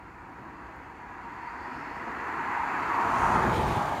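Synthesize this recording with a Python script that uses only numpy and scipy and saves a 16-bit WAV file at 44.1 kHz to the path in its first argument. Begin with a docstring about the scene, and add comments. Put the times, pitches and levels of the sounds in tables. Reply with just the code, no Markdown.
"""A broad roar near 1 kHz approaches in open air and sweeps past, much like tyres on a road.
It swells and, by the Doppler effect, falls in pitch, together with a narrow howl and a low drone.
Its hiss brightens as the absorbing air path shortens. Near the closest point treble sprays sideways
and a wake of air buffets the microphone. Beneath lie a faint outdoor rumble and two high ticks.
Each sustained sound is noise, shaped in spectrum and level, that wavers at random."""
import sys
import numpy as np
from scipy import signal
from scipy.io import wavfile
from scipy.ndimage import uniform_filter1d

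SR = 44100
rng = np.random.default_rng(int(sys.argv[2]) if len(sys.argv) > 2 else 0)


def transcribe(u):
    """Save the signal u as a 16-bit wav file named by the first command-line argument.

    u: samples, shape (n,) or (channels, n), limited to [-1, 1]; the rate is SR.
    q: integer samples, one column per channel.
    """
    v = np.clip(np.atleast_2d(u).T, -1, 1)
    q = np.round(v * 32767).astype(np.int16)
    wavfile.write(sys.argv[1], SR, q)


N = 176400
PASS_S, SPEED_M_PER_S, CLOSEST_M, SOUND_M_PER_S = 3.47, 23.2, 6.2, 343

# Spectra at the microphone. Each row: frequency in Hz, relative spectral density in dB.
BACKGROUND_SPECTRUM = [(15, -30), (30, -13), (45, 3), (62, 1.5), (85, -4), (120, -4), (170, -8), (330, -10),
                       (500, -25.5), (2000, -34), (4000, -49), (10000, -48.5), (15600, -50)]
SPRAY_SPECTRUM = [(1290, -35), (2200, 0), (3900, -8.5), (4940, -15.5), (7130, -16.5), (7670, -19.5),
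                  (9570, -18.5), (10400, -27), (11500, -21), (13200, -26), (15500, -29)]
WAKE_SPECTRUM = [(22, -30), (45, -13), (80, -1), (160, 0.5), (235, -2), (290, -8), (375, -2.5), (450, -7),
                 (650, -11), (840, -30), (1400, -78)]
# Hiss before air absorption. Each row: frequency in Hz, relative spectral density in dB.
HISS_SPECTRUM = [(2000, -29), (3400, -2.5), (3860, -4), (4440, 0.5), (4980, -6), (5650, -8.5), (6290, -5.5),
                 (7140, -4), (8110, -13), (9750, -13.5), (10800, -20.5), (12800, -13.5), (15500, -24)]
# Spectra on the far approach. Each row: frequency in Hz, relative spectral density in dB.
DRONE_SPECTRUM = [(65, -30), (110, -5.5), (162, -8), (210, -2.5), (242, -0.5), (325, 0.5), (370, 1),
                  (398, -8), (450, -3), (560, -12), (730, -36), (1230, -120)]
ROAR_SPECTRUM = [(420, -54), (540, -18.5), (610, -13.5), (670, -8.5), (770, -3.5), (860, -3), (950, -0.5),
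                 (1100, -2), (1190, -6), (1280, -4), (1450, -6.5), (1950, -8.5), (2350, -16), (2730, -20.5),
                 (3000, -28), (3400, -35), (4400, -62)]
# Envelopes of the layers. Each row: time in seconds, relative level in dB.
SPRAY_ENVELOPE = [(0, -110), (2.8, -63), (3.22, -54), (3.5, -49), (3.57, -42.5), (3.62, -45.5),
                  (3.68, -44.5), (3.82, -49), (4, -51)]
WAKE_ENVELOPE = [(0, -69), (2.6, -59.5), (3.0, -49), (3.24, -35), (3.45, -30), (3.68, -32), (3.82, -36),
                 (4, -44.5)]
BOOM_ENVELOPE = [(0, -89), (2.97, -68), (3.07, -46), (3.17, -52), (3.22, -37), (3.29, -43), (3.42, -35),
                 (3.56, -34.5), (3.68, -33.5), (3.8, -48), (4, -67)]
DRONE_ENVELOPE = [(0, -55.5), (.3, -52), (.7, -52), (1.0, -54.5), (1.35, -51.5), (1.7, -48), (2.1, -45.5),
                  (2.4, -45), (2.56, -47), (2.8, -40.5), (3.4, -40.5), (4, -43)]
HOWL_ENVELOPE = [(0, -59.5), (1.0, -53.5), (1.47, -43.5), (1.7, -48.5), (2.2, -44), (2.6, -40.5),
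                 (3.25, -35), (3.55, -35.5), (4, -37.5)]
ROAR_ENVELOPE = [(0, -51), (.3, -50), (.68, -48), (.93, -48.5), (1.15, -47), (1.5, -44), (1.8, -41),
                 (2.05, -40.5), (2.35, -37.5), (2.53, -35.5), (2.7, -35), (3.0, -31.5), (3.28, -28),
                 (3.48, -28.5), (3.58, -32), (3.8, -29.5), (4, -33)]
# Forward beaming of the upper roar. Each row: time in seconds, gain in dB.
BEAM_GAIN = [(0, -1), (.9, 0), (1.4, 2), (1.8, 1), (2.4, 2.5), (2.8, 2), (3.2, -5), (3.45, -2),
             (3.65, -6.5), (4, -6)]
# Swells of narrow hiss. Each row: peak time in seconds, spread in seconds, centre in Hz,
# spread in octaves, level in dB.
SIZZLE_SWELLS = [(1.75, 0.29, 4530, .08, -68), (1.82, 0.17, 5250, .05, -71),
                 (2.95, 0.24, 4500, 0.058, -65.5), (3.273, 0.13, 6330, 0.19, -56),
                 (3.296, 0.14, 9100, 0.11, -62.5)]
# Faint ticks. Each row: start in seconds, level before filtering in dB.
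TICK_ONSETS = [(.763, -62), (1.766, -63)]


def amp(db):
    """Amplitude grows tenfold for every 20 dB."""
    return 10 ** (np.asarray(db) / 20)


def unit_rms(x):
    """Division by the rms gives a mean power of one."""
    return x / np.sqrt(np.mean(x ** 2) + 1e-20)


def curve(points, t):
    """Linear interpolation joins rows of time and value."""
    return np.interp(t, *np.transpose(points))


def colour(spectrum, hz):
    """Interpolation in log frequency turns a spectrum into gains of unit mean power."""
    row_hz, db = np.transpose(spectrum)
    return unit_rms(amp(np.interp(np.log(hz + 1), np.log(row_hz + 1), db)))


def grid(size):
    """Short-time Fourier grid: a column of frame times in seconds, a row of frequencies in Hz."""
    hop = size // 4
    return np.arange(N // hop + 3)[:, None] * hop / SR, np.fft.rfftfreq(size, 1 / SR)[None]


def bell(t, centre_s, spread_s):
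    """A Gaussian in time gives a smooth rise and fall."""
    return np.exp(-.5 * ((t - centre_s) / spread_s) ** 2)


def band(hz, centre_hz, octaves):
    """A Gaussian in log frequency selects a band."""
    return np.exp(-.5 * (np.log2((hz + 1) / centre_hz) / octaves) ** 2)


def wavering_noise(gain, patchy_db, flutter_db):
    """Shaped noise wavers at random: broad patches, narrow ripples, overall flutter."""
    frames, bins = gain.shape
    size = 2 * (bins - 1)
    hop = size // 4
    real, imaginary, patches, ripples = rng.standard_normal((4, frames, bins))

    def blur(field, length_s, width_hz):
        """Moving averages correlate neighbouring times and frequencies."""
        field = uniform_filter1d(field, max(1, round(length_s * SR / hop)), axis=0)
        return unit_rms(uniform_filter1d(field, max(1, round(width_hz * size / SR)), axis=1))

    flutter = unit_rms(uniform_filter1d(rng.standard_normal((frames, 1)), size=3, axis=0))
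    db = patchy_db * blur(patches, length_s=.059, width_hz=357) + flutter_db * flutter
    db += 1.3 * blur(ripples, length_s=.3, width_hz=45)
    spectra = (real + 1j * imaginary) * gain * amp(db)
    _, noise = signal.istft(spectra.T, nperseg=size, noverlap=size - hop)
    return noise[:N] * np.sqrt(3 / size)


def distance_m(t):
    return np.hypot(SPEED_M_PER_S * (PASS_S - t), CLOSEST_M)


def doppler(t):
    """Doppler effect: pitch, relative to the far approach, falls with the closing speed."""
    ahead_m = SPEED_M_PER_S * (PASS_S - t)
    mach = SPEED_M_PER_S / SOUND_M_PER_S
    return (1 - mach) / (1 - mach * ahead_m / distance_m(t))


def background():
    """Stationary noise, strongest in the bass, is heard as distant rumble and faint hiss."""
    t, hz = grid(4096)
    gain = colour(BACKGROUND_SPECTRUM, hz) * amp(-53) * np.ones_like(t)
    return wavering_noise(gain, patchy_db=.5, flutter_db=1.3)


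def ticks(decay_s=.002, lowest_hz=9000):
    """Treble noise with a sudden onset and fast exponential decay is heard as a tick."""
    t = np.arange(N) / SR
    envelope = sum(amp(db) * (t >= start_s) * np.exp(-abs(t - start_s) / decay_s)
                   for start_s, db in TICK_ONSETS)
    highpass = signal.butter(2, lowest_hz, "highpass", fs=SR, output="sos")
    return signal.sosfilt(highpass, envelope * rng.standard_normal(N))


def spray():
    """Treble radiated sideways peaks near the pass; brief narrow sizzles add to it in power."""
    t, hz = grid(512)
    gain = colour(SPRAY_SPECTRUM, hz) * amp(curve(SPRAY_ENVELOPE, t))
    for peak_s, spread_s, centre_hz, octaves, db in SIZZLE_SWELLS:
        sizzle = unit_rms(band(hz, centre_hz, octaves)) * amp(db) * bell(t, peak_s, spread_s)
        gain = np.hypot(gain, sizzle)
    return wavering_noise(gain, patchy_db=1.9, flutter_db=1.1)


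def wake():
    """A wake of air buffets the microphone: low wind and a deep boom add in power."""
    t, hz = grid(2048)
    wind = colour(WAKE_SPECTRUM, hz) * amp(curve(WAKE_ENVELOPE, t))
    boom = unit_rms(band(hz, centre_hz=57.3, octaves=.31)) * amp(curve(BOOM_ENVELOPE, t))
    return wavering_noise(np.hypot(wind, boom), patchy_db=.9, flutter_db=.8)


def hiss():
    """Hiss follows the roar's level; air absorption grows with range and with frequency squared."""
    t, hz = grid(1024)
    swell_db = curve(ROAR_ENVELOPE, t) + 35  # relative to the roar's middle level
    absorbed_db = .06 * distance_m(t) * (hz / 10000) ** 2  # 0.06 dB per metre at 10 kHz
    gain = colour(HISS_SPECTRUM, hz) * amp(-59 + .84 * swell_db - absorbed_db)
    return wavering_noise(gain, patchy_db=.66, flutter_db=.13)


def drone():
    """Low frequencies carry far: the Doppler-shifted drone swells less than the roar."""
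    t, hz = grid(2048)
    gain = colour(DRONE_SPECTRUM, hz / doppler(t)) * amp(curve(DRONE_ENVELOPE, t))
    return wavering_noise(gain, patchy_db=1.4, flutter_db=.33)


def howl(approach_hz=951.6, width_hz=62):
    """A narrow resonance at the roar's peak glides down by the Doppler effect."""
    t, hz = grid(2048)
    detuning = (hz / doppler(t) - approach_hz) * 2 / width_hz
    resonance = unit_rms(1 / (1 + detuning ** 2))
    return wavering_noise(resonance * amp(curve(HOWL_ENVELOPE, t)), patchy_db=1.0, flutter_db=-.4)


def roar():
    """A broad resonance falls by the Doppler effect; its upper band, beamed forward, fades in passing."""
    t, hz = grid(2048)
    approach_hz = hz / doppler(t)
    beam_db = curve(BEAM_GAIN, t) * band(approach_hz, centre_hz=1890, octaves=.41)
    # Just before the pass the roar thickens above its peak.
    shoulder = bell(t, centre_s=3.16, spread_s=.3) * band(approach_hz, centre_hz=1230, octaves=.23)
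    db = 2.03 + curve(ROAR_ENVELOPE, t) + beam_db + 4.5 * shoulder
    return wavering_noise(colour(ROAR_SPECTRUM, approach_hz) * amp(db), patchy_db=1.07, flutter_db=.26)


def scene():
    """Superposition: the pressures of all layers add at one microphone."""
    return (roar() + howl() + drone() + hiss() + wake() + spray() + background() + ticks())[None]


def record(dry, low_hz=44, high_hz=15700):
    """Band limiting removes the deepest bass and the highest treble."""
    highpass = signal.butter(4, low_hz, "highpass", fs=SR, output="sos")
    lowpass = signal.firwin(801, high_hz, window=("kaiser", 9), fs=SR)
    return signal.oaconvolve(signal.sosfilt(highpass, dry), lowpass[None], "same")


dry = scene()
out = record(dry)
transcribe(out)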